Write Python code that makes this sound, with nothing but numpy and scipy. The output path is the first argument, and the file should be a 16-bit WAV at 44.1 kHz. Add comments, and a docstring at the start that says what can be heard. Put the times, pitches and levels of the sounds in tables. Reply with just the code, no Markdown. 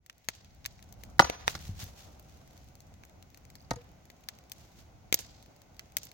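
"""A campfire, mostly on the left, pops and crackles over a soft roar: short noise bursts over slow noise.
Then an axe splits a log on a stump in a forest clearing: decaying wood tones plus a crack of noise.
The halves thud into the grass as low, fading tones; grass and clothes rustle; the axe sinks in the stump.
Far off a bird chips in rising tones. Nearby trunks send back slaps and a short tail, made of fading noise.
All of it reaches two phone microphones a hand apart."""
import sys
import numpy as np
from scipy import signal
from scipy.fft import rfft, irfft
from scipy.io import wavfile
from scipy.ndimage import uniform_filter1d

SR = 44100
rng = np.random.default_rng(int(sys.argv[2]) if len(sys.argv) > 2 else 0)


def unload_audio(sound):
    """Save the sound as a 16-bit wav file, at the path given as the first command line argument."""
    columns = np.transpose(np.atleast_2d(sound))
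    # keep every value between -1 and 1, then stretch to whole-number steps
    steps = np.round(np.clip(columns, -1, 1) * 32767)
    wavfile.write(sys.argv[1], SR, steps.astype(np.int16))


N = 270333  # length in samples

# Levels are those before the microphones. "Left minus right" is how far the right channel is turned down.

# Blows on wood: t/s, body struck, knock level/dB, knock tilt/dB per octave, time to the push's peak/s,
# crack level/dB, crack tilt/dB per octave, fading time of the tearing/s
AXE_BLOWS = [(1.1939, "log", 0, 10, 0.00015, -10, -3.5, 0.0042),
             (1.1980, "log", 2.5, 2, 0.00016, -15, 0.5, 0.0028),
             (1.2066, "log", -31, -5, .0003, -21.5, -2.5, 0.006),
             (1.551, "log", -30, -2, 0.00026, -31, -1.5, 0.0065),
             (3.708, "stump", -29, -18.5, .0002, -25.5, -1, 0.005),
             (3.712, "stump", -16, 0.5, 0.00068, -38, -10, 0.0058)]
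# Tones of each struck body, before the tilt of a blow: f/Hz, level/dB, time to fall 60 dB/s
WOOD_MODES = {"log": [(154, -13, 0.042), (230, -19, 0.045), (331.6, -13, .035), (559, -9.5, 0.034),
              (816, -2, 0.031), (956.8, -3.5, 0.025), (1180, -4, 0.025), (1400, 0, 0.026),
              (1992, -5.5, 0.028), (3030, -11, 0.051), (3140, -9, .02)], "stump": [(110, -9.5, 0.07),
              (279, -7, 0.036), (503, 0.5, 0.036), (690, 5.5, 0.037), (906, 13, 0.032), (1260, 8, 0.052),
              (1460, -17, .02), (1870, 14.5, 0.046)]}
# Colour of tearing fibres, before the tilt of a blow: f/Hz, level/dB per Hz
CRACK_COLOUR = [(700, -24.5), (1400, -3), (2600, -16), (4000, -5.5), (6700, -12.5), (9000, -20),
                (16000, -28.5)]
# The axe rings once it is free of, or at rest in, the wood; steel head, then handle:
# t/s, f/Hz, level/dB before the soft start, time to fall 60 dB/s
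RINGS = [(1.222, 6072, -24.5, .1), (1.24, 6072, -43, 0.55), (3.768, 482, -36, 0.12)]
# Wood landing on turf: t/s, level/dB of the lowest tone before its soft start, f/Hz
TURF_THUDS = [(1.238, -25.5, 70.8), (1.623, -44, 105), (1.645, -35, 86.2), (1.692, -19.5, 96.5),
              (1.711, -34, 42), (1.83, -27, 99), (1.86, -40, 49.4), (3.723, -30.5, 60.4), (3.762, -30, 128)]
# Grass and clothes brushed: t/s of the top, level/dB, rise/s, fall/s
BRUSHES = [(1.02, -65, 0.032, 0.089), (1.498, -41, 0.023, 0.034), (1.61, -58.5, 0.0088, 0.045),
           (1.68, -52.5, 0.068, 0.052), (1.829, -41, 0.039, 0.013), (1.879, -55.5, 0.025, 0.06),
           (2.0, -54, 0.037, 0.093), (2.301, -65, 0.06, 0.31), (2.6, -68, 0.074, 0.069),
           (4.62, -60.5, 0.073, 0.13), (4.8, -58, 0.027, 0.021)]
# Colour of the brushing: f/Hz, level/dB per Hz
GRASS_COLOUR = [(550, -7.5), (2200, -5.5), (4300, -3), (6500, -5.5), (9000, -12), (16000, -16.5)]

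# Fire pops: t/s, rms level/dB over 23 ms, thump below 1 kHz/dB, tilt above it/dB per octave,
# left minus right/dB, level/dB of the slap from the trunks, which hangs on where in the fire it bursts
FIRE_POPS = [(0.0624, -55.5, -6.8, 2, 4, -28), (0.0978, -49.5, -2, -4, -2.6, -39),
             (0.2447, -64, -1, -1, 8, -23), (0.2869, -28.9, 6.5, -2, 5.3, -22.5),
             (0.4461, -61.5, -4, -1.5, 0.5, -27), (0.6445, -57, 1, -3.8, -3.1, -19),
             (0.6524, -45, -2, -6.5, -1.5, -32), (0.6601, -34.5, -4, 1, 2, -29),
             (0.7921, -61.2, 15, -5, 0.5, -23), (0.8263, -54.5, -2, 0.0, 5, -8.5),
             (0.9253, -51.5, -10, 4, 7, -26), (1.036, -47, -1, 2, 4, -15),
             (1.2987, -31.5, 13.5, -5, -1.3, -32), (1.41, -57, -1, -4, 3.5, -20),
             (1.479, -23.5, 12, -6.5, -0.5, -20.5), (1.5645, -62, 13, 1.7, 5, -21),
             (1.5906, -55.5, 3, -1.5, 4, -16.5), (1.8408, -48, -5.5, 5, 2.4, -16),
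             (2.196, -56, 7, 5, 1.1, -22.5), (2.4759, -62.5, 10.5, -0.5, 2, -18),
             (2.7535, -59.5, 1.3, 2, 1, -20.5), (2.8045, -56.5, -3.5, 3, 3.5, -9.5),
             (2.94, -63, 2, -1, 2.0, -21.5), (3.036, -56, 8.5, -5, -1, -19),
             (3.051, -59, -2.3, 4, 3.5, -32), (3.2257, -55.5, -2, -0.5, 5.5, -23),
             (3.3454, -56.5, -5, -0.7, 2, -19), (3.3738, -56, -5.2, 2, 5.9, -20.5),
             (3.452, -59, 5.1, 1.5, 6.3, -28), (3.5015, -56, -8, 2, 4, -19),
             (3.5541, -51.5, -7, 0.5, 5, -25), (4.0542, -64.5, 9, 2.3, -2.7, -14),
             (4.1013, -52, 10, -1.6, 5, -13.5), (4.2871, -38, -4, -2.3, 1.5, -22.5),
             (4.5183, -40.5, -8, 2.5, 3.5, -19), (5.1261, -22.5, 3.7, -1.4, 5, -13),
             (5.1427, -22.5, 7, 5, -0.5, -25.5), (5.4264, -60, 4, 1.5, 1.5, -19.5),
             (5.4609, -61.5, 6.2, 0.5, 3, -21.5), (5.618, -60, 3.5, 0, 3, -16),
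             (5.7671, -63, 3.5, 2, 5, -22.5), (5.7938, -46.5, -13, -4, -2, -16.5),
             (5.9, -68.5, 3, -3, 6, -22), (5.9685, -27, 0.5, 2.1, 4.2, -16), (6.0523, -50, 0, 12, 0, -15),
             (6.069, -56, -11, -1.5, -1, -13.5), (6.1155, -54, 3.4, -1.5, 3, -16)]
# Colour of a middling pop: f/Hz, level/dB per Hz
POP_COLOUR = [(150, -6), (600, -2), (1200, -1.5), (2000, 4.5), (3100, 3), (5100, 3), (7650, 1.5),
              (10400, -8), (12800, -2.5), (15500, -5.5)]

# Slaps of the fire from trunks: delay/s, level/dB against each pop's slap level, smear/s, left minus right/dB
FIRE_ECHOES = [(0.0146, -3.5, 0.0029, -2), (0.0639, -4, 0.0013, 0.5), (.066, -9, .015, -5)]
# Slaps of the blows from trunks: delay/s, level/dB, smear/s, left minus right/dB
STUMP_ECHOES = [(.025, -17, .0004, .5), (.0505, -18, .0006, 2)]
# What a near trunk sends back: f/Hz, level/dB
BARK_COLOUR = [(150, -6), (500, -3), (2000, -8), (8000, 0.5), (16000, -6)]
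# Colour of the forest's tail after the fire and the bird: f/Hz, level/dB
FIRE_TAIL_COLOUR = [(200, -21), (700, -8.5), (2000, -10), (4500, -1), (7500, -8), (11000, -19),
                    (16000, -18.5)]
# Colour of the forest's tail after the blows: f/Hz, level/dB
STUMP_TAIL_COLOUR = [(150, -14), (400, -3.5), (800, -0.5), (1500, -4.5), (3000, -9), (5500, -13),
                     (8000, -28.5), (16000, -34)]

# Roar of the flames before its flutter: t/s, bass level/dB, hiss level/dB
FLAME_LEVELS = [(0.0, -66, -82), (0.13, -67.5, -70), (0.48, -54.5, -64), (0.75, -53.5, -62),
                (1.09, -47, -56.5), (1.37, -52, -58), (1.72, -44.5, -59), (1.96, -52.5, -56),
                (2.24, -53.5, -59), (3.3, -55.5, -60.5), (3.751, -52, -61), (4.062, -58, -60.5),
                (5.262, -55, -60), (5.6, -59.5, -60), (6.13, -56, -59)]
# Colour of the flames: f/Hz, level/dB per Hz
FLAME_COLOUR = [(15, -30.5), (25, -18), (54, 5), (87, 4.5), (192, -7.5), (426, -21.5), (750, -17),
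                (941, -25), (1200, -28.5), (1560, -28.5), (2640, -120)]
# Colour of leaves and far air: f/Hz, level/dB per Hz
AIR_COLOUR = [(530, -14), (900, -25.5), (1620, -3.5), (2040, 2.5), (3260, -4), (6560, -5), (8350, -13.5),
              (10600, -15.5), (15100, -19), (16000, -6.5)]
# Response of the microphones: f/Hz, level/dB
MIC_RESPONSE = [(25, -11), (50, -3.5), (100, -1.5), (5000, -2), (6500, 1), (8500, -5), (10500, -2),
                (13000, -0.5), (15000, 2.5)]

THUD_CYCLES, THUD_RISE_S = 7.31, 0.004  # cycles of the lowest tone to fall 60 dB; time of the soft start
POP_RISE_S, POP_FALL_S, POP_RING_S, POP_RING_DB = 0.00032, 0.00061, 0.0043, -15
BANG_DB = -2.5  # the bare bang against the spit
FIRE_LAG = 21  # samples by which the left microphone hears the fire first
# Small random crackles: how many, the level of the softest, the average tilt per octave, left minus right
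CRACKLE_PER_S, CRACKLE_DB, CRACKLE_TILT_DB, CRACKLE_PAN_DB = 7.5, -70.5, 1.5, 2.5
# The bird's trill; the gap runs from start to start, the level is the middle one
CHIPS, TRILL_AT_S, CHIP_GAP_S, CHIP_S, CHIP_DB = 5, 3.558, 0.0213, 0.012, -58
CHIP_START_HZ, CHIP_END_HZ = 3880, 5500
PATCHY_DB = 3.5  # trunks stand unevenly, so the tail comes in clumps
PORT_GAP_HZ = 537  # above this, sound from all round differs between the microphones
AIR_DB, AIR_SWELL_S = -66.5, 0.18  # the airy treble comes up from silence at the start
TOP_HZ = 16000  # the phone keeps nothing much above this


def undb(db):
    """Turns decibels into a plain multiplier."""
    return 10 ** (np.asarray(db, float) / 20)


def unit(x):
    """Scales a sound to an rms level of 1."""
    return x / np.sqrt(np.mean(x ** 2))


def colour(x, points):
    """Filters through (Hz, dB) points without sounding early, using the folded cepstrum of the log gain."""
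    hz, db = np.transpose(points)
    size = 2 ** 12
    log_hz = np.log(np.fft.rfftfreq(size, 1 / SR) + 1)
    log_gain = np.interp(log_hz, np.log(hz), db) * np.log(10) / 20
    cepstrum = irfft(log_gain)
    # folding the second half onto the first puts the filter's energy as early as possible
    cepstrum[1:size // 2] *= 2
    cepstrum[size // 2 + 1:] = 0
    taps = irfft(np.exp(rfft(cepstrum)))[:size // 2]
    if np.ndim(x) > 1:
        taps = taps[None]
    return signal.fftconvolve(x, taps, axes=-1)[..., :np.shape(x)[-1]]


def add(out, s, sound, pan_db=0, lag=0):
    """Places a sound at s seconds; the right channel is pan_db softer and lag samples late."""
    sound = np.broadcast_to(sound, (2, np.shape(sound)[-1]))
    start = int(s * SR)
    for channel, first, gain in ((0, start, 1.0), (1, start + lag, undb(-pan_db))):
        part = sound[channel, :max(N - first, 0)]
        out[channel, first:first + len(part)] += part * gain


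def walk(rate):
    """Random levels, rate of them a second, joined by ramps; spread near 1."""
    hold = int(SR / rate)
    steps = np.repeat(rng.standard_normal(N // hold + 1), hold)
    return uniform_filter1d(steps, hold)[:N]


def diffuse():
    """Noise from all round: alike in both microphones in the bass, unlike above."""
    mid, side = rng.standard_normal((2, N))
    high_pass = signal.butter(1, PORT_GAP_HZ, "high", fs=SR, output="sos")
    side = signal.sosfilt(high_pass, side)
    return np.array([mid + side, mid - side])


def ring(modes, phase, length=2 ** 13):
    """Struck bodies sound as a sum of tones (Hz, dB, seconds to fall 60 dB), each dying away."""
    t = np.arange(length) / SR
    hz, db, t60 = np.transpose(modes)[:, :, None]
    decay = np.exp(-np.log(1000) * t / t60)
    return np.sum(undb(db) * np.sin(2 * np.pi * hz * t + phase) * decay, axis=0)


def axe():
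    """Each blow pushes the wood's tones while fibres tear with a crack; also returns the bare blows."""
    out, bare = np.zeros((2, 2, N))
    t = np.arange(2 ** 12) / SR
    for s, body, knock_db, knock_tilt_db, contact_s, crack_db, crack_tilt_db, tear_s in AXE_BLOWS:
        push = t / contact_s * np.exp(1 - t / contact_s)
        modes = [(hz, db + knock_tilt_db * np.log2(hz / 800), t60) for hz, db, t60 in WOOD_MODES[body]]
        # neighbouring tones start in opposite senses
        phase = np.pi * np.arange(len(modes))[:, None]
        phase = phase + 0.3 * rng.standard_normal((len(modes), 1))
        # the higher the tone, the more its phase differs between the microphones, up to a limit
        mode_hz = np.array(modes)[:, :1]
        skew = rng.choice([-1, 1], phase.shape) * np.minimum((mode_hz / 1500) ** 2, 0.9)
        knock = np.array([signal.fftconvolve(ring(modes, phase + side * skew), push)[:len(t)]
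                          for side in (1, -1)])
        knock *= undb(knock_db) / np.abs(knock).max()

        fibres = 1.3 * rng.standard_normal((2, len(t))) + rng.standard_normal(len(t))
        spectrum = [(hz, db + crack_tilt_db * np.log2(hz / 2000)) for hz, db in CRACK_COLOUR]
        tearing = (1 - np.exp(-t / 0.000057)) * np.exp(-t / tear_s)
        crack = unit(colour(fibres, spectrum)) * tearing * undb(crack_db)
        add(out, s, knock + crack)
        add(bare, s, np.array([undb(knock_db)]))  # a single click
    return out, bare[0]


def axe_rings():
    """Lone tones of the axe's head and handle, swelling in over a few milliseconds."""
    out = np.zeros((2, N))
    swell = 1 - np.exp(-np.arange(2 ** 15) / SR / 0.009)
    for s, *mode in RINGS:
        add(out, s, ring([mode], 0, len(swell)) * swell, -1.5, 3)
    return out


def landing():
    """Wood thuds on soft turf as two low tones; brushed grass and clothes are swells of grainy noise."""
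    out, t = np.zeros((2, N)), np.arange(N) / SR
    soft_start = 1 - np.exp(-t[:2 ** 13] / THUD_RISE_S)
    for s, db, hz in TURF_THUDS:
        t60 = THUD_CYCLES / hz
        thud = -ring([(hz, db, t60), (1.5 * hz, db - 2.5, t60 / 2)], 0)
        add(out, s, thud * soft_start, 1.5)

    swells = np.zeros(N)
    for s, db, rise_s, fall_s in BRUSHES:
        rise = np.exp(-((t - s) / rise_s) ** 2)
        fall = np.exp(-np.abs(t - s) / fall_s)
        swells += undb(db) * np.where(t < s, rise, fall)
    grains = diffuse() * undb(3.0 * walk(220))
    return out + unit(colour(grains, GRASS_COLOUR)) * swells


def fire():
    """Steam pockets burst in the logs: a spit of a millisecond, then a faint ring of char.
    Also returns the bare bangs, as they spread into the wood and as the near trunks get them."""
    out, bangs, slapped = np.zeros((3, 2, N))
    t = np.arange(2 ** 10) / SR
    fall = np.exp(-t / POP_FALL_S) + undb(POP_RING_DB) * np.exp(-t / POP_RING_S)
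    shape = (1 - np.exp(-t / POP_RISE_S)) * fall

    crackles = []
    for when, strength, bright in rng.random((int(CRACKLE_PER_S * N / SR), 3)):
        level_db = CRACKLE_DB - 4 * np.log(strength)
        tilt_db = CRACKLE_TILT_DB + 6 * (bright - 0.5)
        crackles.append((when * N / SR, level_db, 0, tilt_db, CRACKLE_PAN_DB, -20))

    hz, db = np.transpose(POP_COLOUR)
    for s, rms_db, thump_db, tilt_db, pan_db, trees_db in list(FIRE_POPS) + crackles:
        both, own = rng.standard_normal(len(t)), rng.standard_normal((2, len(t)))
        both[int(POP_FALL_S * SR)] -= 3.0  # the wall of the pocket gives way at once
        change_db = np.where(hz < 1000, thump_db, tilt_db * np.log2(hz / 5000))
        spectrum = np.transpose([hz, db + change_db])
        pop = colour((both + 0.74 * own) * shape, spectrum)
        add(out, s - FIRE_LAG / 2 / SR, unit(pop) * undb(rms_db), pan_db, FIRE_LAG)
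        click = 1.0 * (t == 0)
        bang = unit(colour(click, spectrum)) * undb(rms_db + BANG_DB)
        add(bangs, s, bang)
        add(slapped, s, bang * undb(trees_db))
    return out, bangs[0], slapped[0]


def bird():
    """Near-sine chips that sweep upward, roughened on their way through the branches."""
    out = np.zeros((2, N))
    hz = np.linspace(CHIP_START_HZ, CHIP_END_HZ, int(CHIP_S * SR))
    sweep = np.hanning(len(hz)) * np.sin(2 * np.pi * np.cumsum(hz) / SR)
    for k in range(CHIPS):
        rough = 1 + 0.4 * rng.standard_normal(2 ** 5).repeat(40)[:len(hz)]
        level = undb(CHIP_DB + 2.3 * rng.standard_normal())
        add(out, TRILL_AT_S + k * CHIP_GAP_S, level * rough * sweep, -3, -6)
    return out


def trunks(source, slaps):
    """The nearest trunks send sound back as slaps, each smeared into a short burst of noise."""
    echo, t = np.zeros((2, SR // 4)), np.arange(2 ** 11) / SR
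    for delay_s, db, smear_s, pan_db in slaps:
        slap = colour(rng.standard_normal((2, len(t))) * np.exp(-t / smear_s), BARK_COLOUR)
        slap /= np.sqrt(np.sum(slap ** 2, axis=1, keepdims=True))
        add(echo, delay_s, undb(db) * slap, pan_db)
    return signal.fftconvolve(source[None], echo, axes=1)[:, :N]


def forest(source, spectrum, tail_db, start_s, t60):
    """The scattered tail of the wood beyond: fading noise that swells in as more trees answer."""
    t = np.arange(SR) / SR
    patches = undb(tail_db + PATCHY_DB * walk(110)[:SR])
    envelope = (1 - np.exp(-t / start_s)) * np.exp(-np.log(1000) * t / t60)
    echo = patches * rng.standard_normal((2, SR)) * envelope
    return signal.fftconvolve(source[None], colour(echo, spectrum), axes=1)[:, :N]


def background():
    """Flames flutter in the bass and hiss a little; a breeze buffets each port; leaves and air add treble."""
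    s, bass_db, hiss_db = np.transpose(FLAME_LEVELS)
    t = np.arange(N) / SR
    breeze_colour = [(60, -4), (130, -24.5), (300, -37), (600, -48)]  # f/Hz, level/dB
    breeze = undb(5.5) * colour(rng.standard_normal((2, N)), breeze_colour)
    low_pass = signal.butter(2, 300, fs=SR, output="sos")
    high_pass = signal.butter(2, 240, "high", fs=SR, output="sos")
    bass = signal.sosfilt(low_pass, colour(diffuse(), FLAME_COLOUR) + breeze)
    hiss = signal.sosfilt(high_pass, colour(diffuse(), FLAME_COLOUR))
    bass_level = undb(np.interp(t, s, bass_db) + 1.5 * walk(12))
    hiss_level = undb(np.interp(t, s, hiss_db) + 1.4 * walk(32))

    air = unit(colour(rng.standard_normal((2, N)), AIR_COLOUR))
    air_level = undb(AIR_DB + 0.43 * walk(18)) * (1 - np.exp(-t / AIR_SWELL_S))
    return unit(bass) * bass_level + unit(hiss) * hiss_level + air * air_level


def scene():
    """Axe, falling wood, fire and bird with the echoes of the woods, over the background."""
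    blows, bare = axe()
    pops, bangs, slapped = fire()
    chips = bird()
    echoes = trunks(slapped, FIRE_ECHOES) + trunks(blows[0], STUMP_ECHOES)
    echoes += forest(bangs + chips[1], FIRE_TAIL_COLOUR, tail_db=-48.0, start_s=0.0055, t60=0.86)
    echoes += forest(bare, STUMP_TAIL_COLOUR, tail_db=-21.5, start_s=0.041, t60=0.55)
    return blows + axe_rings() + landing() + pops + chips + echoes + background()


def record(dry):
    """The microphone ports resonate near the top; the phone rounds the loudest peaks and cuts the top."""
    heard = colour(dry, MIC_RESPONSE)
    rounded = heard / (1 + heard ** 8) ** 0.125
    top_cut = signal.ellip(8, 0.2, 70, TOP_HZ, fs=SR, output="sos")
    return signal.sosfilt(top_cut, rounded)


dry = scene()
out = record(dry)
unload_audio(out)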